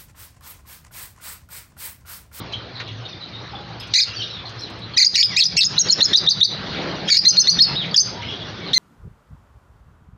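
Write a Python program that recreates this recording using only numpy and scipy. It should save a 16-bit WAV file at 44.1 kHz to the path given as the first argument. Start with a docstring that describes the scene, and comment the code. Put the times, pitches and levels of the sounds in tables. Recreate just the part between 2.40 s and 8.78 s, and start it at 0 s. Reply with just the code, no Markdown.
"""A hard-walled room: a wavering low hum, a wash of noise, far birds twittering, small taps in a wire cage.
From 1.5 s small parrots close by screech: whistles that rasp, and crack where the pitch jumps.
From 3.4 s they chatter in two bursts of quick chirps while the wash and the far flock swell.
Two last screeches follow. It is all heard through a pocket camera's microphone, dull above 7 kHz,
whose gain control ducks the room under every loud chirp."""
import sys
import numpy as np
from scipy import signal
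from scipy.fft import rfft, irfft, next_fast_len
from scipy.io import wavfile
from scipy.ndimage import uniform_filter1d, minimum_filter1d

SR = 44100
rng = np.random.default_rng(int(sys.argv[2]) if len(sys.argv) > 2 else 0)


def waveform_to_disk(signal):
    """Save audio, clipped to [-1, 1], as 16-bit WAV at the path in sys.argv[1]."""
    frames = np.transpose(np.atleast_2d(signal))
    scaled = np.clip(frames, -1, 1) * 32767
    samples = np.round(scaled).astype(np.int16)
    wavfile.write(sys.argv[1], SR, samples)


N = 281358

# Table levels are relative: the mix and the microphone come after them.
# noise bands of the hum and of the drone above it: f/Hz, width/Hz, level/dB
HUM_BANDS = [(67.3, 14, -13), (96, 19, -15.5), (113.4, 22, -2.5)]
DRONE_BANDS = [(154.3, 49, -1), (189.4, 48, -4.5)]
# fader ride of the drone: t/s, level/dB
DRONE_RIDE = [(0.0, -51.5), (2.55, -52.5), (3.2, -40), (3.7, -34.5), (4.1, -41), (4.5, -36), (5.45, -35.5),
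              (5.8, -46), (6.38, -40.5)]
# colour of the wash: f/Hz, level/dB
WASH_SPECTRUM = [(15, -47), (25, -38.5), (93, -6), (182, -6.5), (348, -4.5), (731, -8.5), (805, -8.5),
                 (1020, -11.5), (1150, -9), (2730, -14), (4200, -9), (5730, -27.5), (7640, -43),
                 (9930, -89), (16800, -120)]
# fader rides of the background: t/s, wash level/dB, flock level/dB
BACKGROUND_RIDES = [(0.0, -46.5, -47), (.45, -50.5, -66), (.65, -50.5, -46), (1.3, -48.5, -57),
                    (1.75, -50, -36.5), (2.17, -46.5, -57), (2.54, -48.5, -59), (2.8, -48, -36.5),
                    (3.3, -47, -39), (3.6, -32, -18), (4.05, -46, -61.5), (4.42, -35.5, -41),
                    (4.6, -42, -43), (4.9, -40, -27), (5.28, -36, -31.5), (5.55, -43.5, -61),
                    (5.8, -45, -44.5), (6.13, -46, -47.5), (6.38, -41.5, -57)]
# slaps off the cage and near walls: delay/s, level/dB
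REFLECTIONS = [(.0021, -10.5), (.0047, -11), (.0078, -19), (.0115, -41.5), (.017, -28.5)]
# decay of the room: f/Hz, T60/s
ROOM_DECAY = [(800, 0.59), (3000, 0.27), (5000, 0.35), (8000, 0.23)]
# single notes of far birds: t/s, length/s, start f/Hz, end f/Hz, level/dB, roughness/0-1
FAR_NOTES = [(0.123, 0.018, 4000, 3970, -34, 0.27), (0.132, 0.015, 3000, 3350, -24, 0.2),
             (0.352, 0.069, 4010, 3850, -35, 0.53), (0.465, 0.054, 3400, 3190, -38.5, 0.82),
             (0.651, 0.023, 3670, 3550, -32, 0.47), (0.728, 0.0087, 3550, 3570, -31, 0),
             (0.806, 0.047, 3940, 4040, -34.5, 0.07), (0.931, 0.061, 3650, 3840, -38, 0.3),
             (1.13, 0.023, 815, 808, -34.5, 0), (1.15, 0.021, 3500, 3470, -35.5, 0.16),
             (1.3, 0.021, 795, 795, -40, 0.3), (1.396, 0.015, 5030, 5160, -33.5, 0.1),
             (1.406, 0.041, 3360, 3084, -36, 0.7), (1.7, 0.043, 2720, 2760, -37.5, 0.36),
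             (1.759, 0.028, 4597, 4560, -29, 0), (1.788, 0.041, 3235, 2880, -28, 0.1),
             (1.817, 0.029, 3790, 3720, -25.5, 0.7), (1.895, 0.11, 4070, 3360, -35.5, 0.35),
             (2.052, 0.037, 4270, 4170, -34.5, 0.4), (2.186, 0.029, 5290, 5200, -38, 0.5),
             (2.218, 0.03, 4124, 3950, -32.5, 0.02), (2.418, 0.032, 3910, 3910, -35.5, 0.4),
             (2.535, 0.023, 3250, 3180, -34.5, 0.3), (2.534, 0.019, 4270, 4430, -33, .3),
             (2.9, .05, 2311, 1896, -34.5, .1), (2.916, 0.033, 3640, 3480, -33, .2),
             (5.034, 0.024, 3585, 3520, -20.5, 0.06), (5.354, .03, 3564, 3923, -15, 0.23),
             (5.377, 0.056, 3853, 3130, -23, 0.12), (5.424, 0.029, 3110, 2130, -31, 0.46),
             (5.51, 0.012, 4550, 4520, -30, 0.3), (5.77, 0.042, 940, 970, -40, 0.06),
             (5.818, 0.022, 1896, 2360, -33.5, 0.44), (5.826, 0.085, 3070, 2900, -36, 0.49),
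             (5.884, 0.074, 3345, 3286, -33, 0.42), (5.998, 0.04, 3550, 3327, -34, 0.56),
             (6.204, 0.074, 2354, 2088, -42.5, 0.13), (6.262, 0.031, 4380, 3650, -32.5, 0.37)]
# claws and beaks ticking on the wire: t/s, level/dB
WIRE_TICKS = [(1.401, -24.5), (1.473, -31.5), (2.093, -36), (2.207, -28), (2.3, -31), (2.391, -38)]
# ring of the cage wire: f/Hz, level/dB, T60/s
WIRE_MODES = [(7870, -15, 0.062), (9070, -12, 0.029), (11100, -7, 0.12)]
# dull taps on perch and tray: t/s, level/dB, centre f/Hz
PERCH_TAPS = [(0.123, -27.5, 3220), (0.4, -18.5, 2160), (.476, -33.5, 3220), (0.653, -51, 3600),
              (2.092, -37, 4470)]
# parrot screeches, one contour each: t/s, f/Hz, level/dB, half-pitch partial/dB, roughness/0-1
SCREECH_CONTOURS = [
    [(1.537, 3810, -0.5, -22, .8), (1.543, 5450, 9, -7.5, .6), (1.547, 3850, -1, -18, 0),
     (1.56, 4180, 3, -15, 0.4), (1.567, 4940, -1, -10, .3), (1.57, 4170, 3, -17, .25),
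     (1.58, 4090, -8.5, -9, 0.3), (1.588, 4980, -1, -9, 0), (1.604, 3854, 0.5, -18, .5),
     (1.608, 4320, -6, -20.5, .9), (1.613, 5150, 2.5, -25, 0.3), (1.62, 5200, -2, -25, .25),
     (1.625, 4680, -5.5, -26, .5), (1.646, 3990, -17, -16, .55)],
    [(2.565, 3960, -32, -11, .15), (2.575, 3770, 6.5, -9, 0.2), (2.578, 5030, 9, -18, 0.2),
     (2.583, 5040, 10, -12, 0.2), (2.588, 4500, 5, -18, 0.1), (2.604, 3960, -1.5, -6, .2),
     (2.608, 4540, -4, -16, .4), (2.618, 4640, 7, -17, 0.3), (2.629, 4070, 8.5, -18.5, .4),
     (2.645, 4340, -11, -9, 0.4), (2.649, 4900, 16, -34, 0), (2.652, 6480, -1, -23, .25),
     (2.661, 6710, -5, -31, 0.1), (2.663, 4590, -2, -45, .2), (2.672, 4954, 8, -45, 0.3),
     (2.681, 4830, -14, -45, 0)],
    [(2.743, 3760, -25, -17, .3), (2.756, 4010, 9, -15, 0.25), (2.759, 5450, 1.5, -6, 0.6),
     (2.769, 4750, -1.5, -18, .45), (2.781, 4390, -2.5, -9.5, 0.3), (2.802, 4900, 3, -20, 0.8),
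     (2.814, 4915, 12, -21, .3), (2.817, 4440, -1.5, -9, .2), (2.827, 4990, -4.5, -12, 0),
     (2.829, 3120, 5.5, -33, 0.8), (2.834, 5206, 6.5, -38, .1), (2.869, 4860, -8.5, -34, .07)],
    [(2.96, 3930, -42, -13, 0.1), (2.966, 3790, 2.5, -20, 0), (2.972, 4790, -4, -2, .2),
     (2.998, 5420, -1, -3, .25), (3.004, 4440, 4, -26, 0.65), (3.016, 4375, 9, -28, 0.4),
     (3.018, 3650, -5.5, -33, .5), (3.033, 3894, 5, -38, .7), (3.042, 6005, -7, -39, 0.8),
     (3.05, 6398, -23, -42, .5), (3.052, 5110, -10.5, -42, .2), (3.057, 4920, 7.5, -39, 0.3),
     (3.07, 5150, -7, -34, 0.3)],
    [(3.164, 4520, -34, -14, 0.2), (3.17, 4310, 4, -12, 0.3), (3.172, 5480, 2, -11, 0.4),
     (3.194, 5260, 2, -3, .25), (3.206, 5300, -10, -2.5, 0), (3.209, 4585, -2, -33, 0.9),
     (3.22, 4355, 4, -34, 0.9), (3.227, 3750, -6.5, -29, 0.6), (3.229, 4505, -1, -27, 0.6),
     (3.238, 4250, 2, -24, 0.8), (3.24, 4980, 2, -39, 0.4), (3.246, 5020, 0, -34, 0.2),
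     (3.248, 6530, -8.5, -33, 0.56), (3.257, 6370, -9.5, -30, 0.6), (3.26, 4950, -10.5, -32, .2),
     (3.269, 5200, -7, -32, 0.1), (3.277, 4920, -12, -38, .13)],
    [(4.674, 3280, -35.5, -20, 0.4), (4.688, 3300, -10.5, -21, 0.7), (4.694, 3640, -15, 3.5, 0.7),
     (4.702, 3500, -10, -10, .4), (4.704, 4720, 4, -4, 0.1), (4.709, 4570, -5, -24, 0.2),
     (4.728, 4483, 16, -21, 0.25), (4.739, 4310, -7, -11, 0.4), (4.746, 4510, 1.5, -20.5, 0.9),
     (4.765, 4560, -9, -14, 0.6), (4.773, 5040, 26.5, -29, 0.6), (4.781, 5210, -7, -35, .3),
     (4.793, 4815, 9.5, -38, 0.2), (4.804, 4850, -21, -36, .1)],
    [(5.541, 3610, -27, -13, 0), (5.545, 3440, 3, -18, 0.26), (5.553, 3470, -15, -15, 0.6),
     (5.558, 4360, -34, -35, .6), (5.564, 5200, 10, -31, 0.5), (5.567, 5170, 2, -20, 0.4),
     (5.571, 6400, 7, -27, .1), (5.575, 4940, -9, -28, .15), (5.578, 4554, 11.5, -49, .25),
     (5.598, 5133, 7, -45, 0.18), (5.6, 6220, 0, -40, 0.1), (5.621, 6170, -5.5, -40, .05)],
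    [(6.332, 3850, -9, -16, 0.2), (6.335, 3630, 3, -23, .3), (6.346, 4490, 1, -25, 0.54),
     (6.358, 4095, -8.5, -10, .14), (6.38, 4094, 6.5, -13.5, 0.06)],
]
# parrot chirps in four parts (buzz, whistle, flip, tail):
# t/s, 4 x length/s, 4 x f/Hz, 4 x level/dB, whistle rise/Hz, mid-whistle level offset/dB
CHIRP_CUES = [(3.364, 0.015, 0.0086, 0.024, .014, 3712, 3820, 6540, 5550, -19, 12, -1, -0.5, 349.5, -6),
              (3.484, 0.012, 0.012, 0.016, .016, 4585, 4150, 6950, 5280, -11, 10.4, 0.5, 8, 147.5, -6),
              (3.605, .012, 0.015, .015, .024, 3613, 3892, 6780, 5293, 5, 10.5, -0.5, 1.5, 348, 3),
              (3.731, .012, .018, 0.011, .024, 3684, 3542, 6170, 4840, 7.5, 14.2, -4, 3.5, 451, -2),
              (3.863, 0.0091, 0.02, 0.013, .023, 3680, 3545, 6160, 4680, -9, 13.4, -5, 4.5, 349.5, -15),
              (4.003, .008, .024, 0.011, .021, 3873, 3452, 6040, 4590, -12, 16.7, -5.5, 1.5, 497.5, -24),
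              (4.85, .015, 0.018, .018, .018, 3889, 4116, 6120, 4980, 6, 16.3, 5, 0, 82, 0),
              (4.967, 0.0069, 0.02, 0.02, .012, 4150, 4296, 6190, 5150, 6.5, 12.8, 2.5, -1, -41, 2.5),
              (5.069, 0.013, 0.015, .012, .045, 3920, 4382, 5980, 4713, 5.5, 13, 1, -6, -150, -7),
              (5.187, 0.015, .018, 0.013, .022, 3634, 4366, 5063, 4530, 4, 11.5, 8.5, 6, -150, 1)]
# contour of each part: place in the part/0-1, pitch ratio, level/dB
PART_SHAPES = [
    [(.01, 1.01, -16.5), (.3, .99, 0.5), (.6, 1.03, -5), (.97, 1.17, -13.5)],
    [(.01, 1.001, -16), (.3, 1.001, -3.5), (.6, 1.001, -3), (.8, 1.001, 4), (.9, 1.02, -1.5),
     (.99, 1.1, -2.5)],
    [(.08, .97, 0.5), (.5, 1.01, 3), (.97, .98, -2)],
    [(.03, 1.02, 0.5), (.3, 1.001, 1), (.99, .95, -11)],
]
# timbre of each part: half-pitch partial/dB, roughness/0-1, overtones/dB
PART_TIMBRES = [(-18, .35, -23), (-52.5, .05, -24.5), (-37.5, .2, -22), (-46, .3, -17)]
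# microphone response: f/Hz, level/dB
MIC_RESPONSE = [(25, -6), (60, 4.5), (6700, 1), (7300, -16.5), (8000, -17.5), (10000, -22), (12500, -29),
                (15500, -25.5)]

SCREECH_OVERTONES_DB = -15
UPPER_DB, UPPER_PER_HALF = 3.5, 0.91  # partials at 1.5, 2.5 and 3.5 x pitch follow the one at half
BREAK_DB, JUMP_HZ_PER_MS = -11, 700  # the voice cracks and dips when the pitch jumps this fast
THRESHOLD_DB, DUCK_SLOPE, RELEASE_DB_PER_S = -26, 0.55, 500
BASS_HZ, BASS_DUCK = 230, 0.68  # the bass gets only this share of the ducking


def gain_of(db):
    return 10 ** (np.asarray(db) / 20)


def unit_rms(x):
    return x / np.sqrt(np.mean(x ** 2) + 1e-20)


def at_frequency(points, hz):
    f, value = np.transpose(points)
    return np.interp(np.log(hz + 1), np.log(f + 1), value)


def ride(table, column=1):
    """A fader move in dB, sample by sample."""
    rows = np.array(table)
    return np.interp(np.arange(N) / SR, rows[:, 0], rows[:, column])


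def add(mix, start, sound):
    part = mix[round(start * SR):][:len(sound)]
    part += sound[:len(part)]


def wobble(n, hz):
    """Smooth noise of rms about 1 that wanders up to the given rate."""
    k = max(int(SR / hz), 1)
    smooth = uniform_filter1d(uniform_filter1d(rng.standard_normal(n + 4 * k), k), k)
    return smooth[2 * k:][:n] * np.sqrt(1.65 * k)


def hum(bands, db):
    """Narrow low bands of noise whose level wavers."""
    hz = np.fft.rfftfreq(N, 1 / SR)
    colour = sum(gain_of(level) / (1 + ((hz - f) / (width / 2)) ** 4) for f, width, level in bands)
    fader = gain_of(db + 1.5 * wobble(N, hz=3))
    return fader * unit_rms(irfft(rfft(rng.standard_normal(N)) * colour, N))


def wash():
    """A bed of broad noise with drifting patches of colour, swelling and fading."""
    frames, hz = N // 256 + 5, np.fft.rfftfreq(1024, 1 / SR)
    real, imag, patches = rng.standard_normal((frames, 513, 3)).T
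    patches = unit_rms(uniform_filter1d(uniform_filter1d(patches, 12, 0), 10, 1))
    colour = gain_of(at_frequency(WASH_SPECTRUM, hz)[:, None] + 2.47 * patches)
    noise = signal.istft((real + 1j * imag) * colour, nperseg=1024, noverlap=768)[1]
    return gain_of(ride(BACKGROUND_RIDES) + 8) * unit_rms(noise[:N])


def early_reflections(x):
    """The direct sound plus a few close slaps of alternating polarity."""
    out = x.copy()
    for k, (delay, db) in enumerate(REFLECTIONS):
        add(out, delay, (-1) ** k * gain_of(db) * x)
    return out


def reverb(x, decay_scale=1):
    """Sparse echoes of random polarity, each band dying at its own speed."""
    echoes, slots = np.zeros(SR), np.arange(400, SR - 20, 20)
    echoes[slots + rng.integers(0, 20, len(slots))] = rng.choice([-1., 1.], len(slots))
    hz, t, bands = signal.stft(echoes, SR, nperseg=256)
    t60 = decay_scale * at_frequency(ROOM_DECAY, hz)[:, None]
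    ring = signal.istft(bands * gain_of(-60 * t / t60), SR, nperseg=256)[1]
    return signal.fftconvolve(x, ring / np.linalg.norm(ring))[:N]


def syrinx(hz, db, rough, half_db, upper_db, overtones_db):
    """A bird's gliding whistle; in rough stretches a slower vibration chops it into a rasp."""
    n, rough = len(hz), np.clip(rough, 0, 1)
    jitter = (0.0046 + .035 * rough) * wobble(n, 500)
    phase = 2 * np.pi * np.cumsum(hz * (1 + jitter)) / SR
    # membranes that close on alternate cycles add partials at half-steps of the pitch
    half = gain_of(half_db) * np.sin(phase / 2)
    upper = gain_of(upper_db) * (np.sin(1.5 * phase) + .4 * np.sin(2.5 * phase) + .3 * np.sin(3.5 * phase))
    overtones = gain_of(overtones_db) * (np.sin(2 * phase) + 0.78 * np.sin(3 * phase))
    tone = np.sin(phase) + half + upper + overtones
    rasp_hz = 460 * (1 + .3 * wobble(n, 150))
    rasp = np.sin(2 * np.pi * np.cumsum(rasp_hz) / SR)
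    flutter = 1 - .5 * rough + rough * (0.98 * rasp + 0.94 * wobble(n, 820)) + 0.17 * wobble(n, 200)
    breath = 0.07 * rough * np.diff(rng.standard_normal(n + 1))
    return gain_of(db) * np.sqrt(2) * (tone * flutter + breath)


def far_note(length, start_hz, end_hz, db, rough, half_db=-60):
    """One short, scratchy whistle with soft ends, its overtones dulled by distance."""
    n = int((length + 0.0014) * SR)
    fades = signal.windows.tukey(n, min(0.0078 * SR / n, 1))
    hz = np.linspace(start_hz, end_hz, n) * (1 + .012 * wobble(n, 250))
    return fades * syrinx(hz, db, rough, half_db, upper_db=-60, overtones_db=-35)


def far_birds():
    """Single clear notes over the scattered twitter of the whole flock."""
    solos, flock = np.zeros(N), np.zeros(N)
    for start, *note in FAR_NOTES:
        add(solos, start, far_note(*note))
    for when, pitch, length, glide, level in rng.random((500, 5)):
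        hz = 2600 + 3400 * pitch ** 1.2
        end_hz = hz * (.9 + 0.19 * glide)
        tweet = far_note(0.012 + 0.037 * length, hz, end_hz, db=8 * level, rough=0.4, half_db=-6.5)
        add(flock, when * N / SR, tweet)
    return solos + gain_of(ride(BACKGROUND_RIDES, column=2)) * unit_rms(flock)


def cage_foley():
    """Claws and beaks click on the wire and ring its modes unevenly; perch taps are puffs of noise."""
    out, t = np.zeros(N), np.arange(4000) / SR
    for start, db in WIRE_TICKS:
        click = np.diff(rng.standard_normal(len(t) + 1))
        add(out, start, gain_of(db - 10 - 60 * t / 0.04) * click)
        for hz, mode_db, t60 in WIRE_MODES:
            strike, detune = rng.uniform(-1.1, 1, 2)
            ring = np.sin(2 * np.pi * hz * (1 + .07 * detune) * t)
            add(out, start, gain_of(db + mode_db + 9 * strike - 60 * t / t60) * ring)
    for start, db, hz in PERCH_TAPS:
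        band = signal.butter(2, (hz / 1.5, hz * 1.5), "band", fs=SR, output="sos")
        tap = signal.sosfilt(band, rng.standard_normal(len(t)))
        add(out, start, gain_of(db - 60 * t / 0.11) * tap)
    return out


def chirp_contour(start, *cue):
    """Buzz, whistle, flip and tail end to end, as points of time, pitch, level and timbre."""
    lengths, pitches, levels = np.reshape(cue[:-2], (3, 4))
    rise_hz, middle_db = cue[-2:]
    onsets = start + np.cumsum(lengths) - lengths
    parts = []
    for onset, length, hz, db, shape, timbre in zip(onsets, lengths, pitches, levels,
                                                    PART_SHAPES, PART_TIMBRES):
        parts.append(np.array([(onset + place * length, hz * ratio, db + shape_db, *timbre)
                               for place, ratio, shape_db in shape]))
    whistle = parts[1]
    progress = (whistle[:, 0] - whistle[0, 0]) / lengths[1]
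    whistle[:, 1] += rise_hz * progress
    whistle[2, 2] += middle_db
    return np.vstack(parts)


def parrots():
    """Each screech or chirp is one continuous whistle that cracks at sudden jumps of pitch."""
    calls = [np.c_[call, np.full(len(call), SCREECH_OVERTONES_DB)] for call in SCREECH_CONTOURS]
    calls += [chirp_contour(*cue) for cue in CHIRP_CUES]
    calls.sort(key=lambda call: call[0, 0])
    t = np.arange(N) / SR
    times, *columns = np.vstack(calls).T
    hz, *controls = (np.interp(t, np.maximum.accumulate(times), column) for column in columns)
    gate = sum((t >= call[0, 0]) & (t < call[-1, 0]) for call in calls) * 1.
    hz = uniform_filter1d(hz, 30)  # the pitch snaps across within a millisecond
    db, half_db, rough, overtones_db = uniform_filter1d(controls, 80, axis=1)
    hz_per_ms = abs(np.gradient(hz)) * SR / 1000
    crack = np.minimum(hz_per_ms / JUMP_HZ_PER_MS, 1) ** 2
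    db = db + BREAK_DB * uniform_filter1d(crack, 40)
    voice = syrinx(hz, db, rough, half_db, UPPER_DB + UPPER_PER_HALF * half_db, overtones_db)
    beak = signal.butter(6, 1500, "high", fs=SR, output="sos")  # a small beak radiates no low sound
    return signal.sosfilt(beak, uniform_filter1d(gate, 60) * voice)


def scene():
    """The cage up front and nearly dry, the far birds wetter, hum and wash underneath."""
    near, far = parrots() + cage_foley(), far_birds()
    birds = early_reflections(near + gain_of(-2.5) * far)
    birds += reverb(gain_of(-24) * near + gain_of(-7.5) * far)
    birds += gain_of(-17) * reverb(near, decay_scale=0.29)  # the cage's corner dies away sooner
    bed = hum(HUM_BANDS, db=-44.5) + hum(DRONE_BANDS, ride(DRONE_RIDE)) + wash()
    return (birds + bed)[None]


def record(dry):
    """The camera's chain: dull microphone, quick gain control, peak limiter, clipper, high cut."""
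    size = next_fast_len(N + SR // 4)
    response = gain_of(at_frequency(MIC_RESPONSE, np.fft.rfftfreq(size, 1 / SR)))
    x = irfft(rfft(dry[0], size) * response, size)[:N]
    power_db = 10 * np.log10(abs(uniform_filter1d(x ** 2, 150)) + 1e-12)
    release_db = np.arange(N) * RELEASE_DB_PER_S / SR
    held_db = np.maximum.accumulate(power_db + release_db) - release_db
    duck_db = DUCK_SLOPE * uniform_filter1d(np.maximum(held_db - THRESHOLD_DB, 0), 120)
    bass = signal.sosfiltfilt(signal.butter(2, BASS_HZ, fs=SR, output="sos"), x)
    x = (x - bass) / gain_of(duck_db) + bass / gain_of(BASS_DUCK * duck_db)
    limiter_gain = np.minimum(.76 / (abs(x) + 1e-9), 1)
    x = x * uniform_filter1d(minimum_filter1d(limiter_gain, size=41), size=35)
    x = np.clip(x, -.71, .71)  # the very highest peaks still clip and crackle
    high_cut = signal.firwin(511, 15900, window=("kaiser", 9), fs=SR)
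    return signal.oaconvolve(x, high_cut, "same")[None]


dry = scene()
out = record(dry)
waveform_to_disk(out)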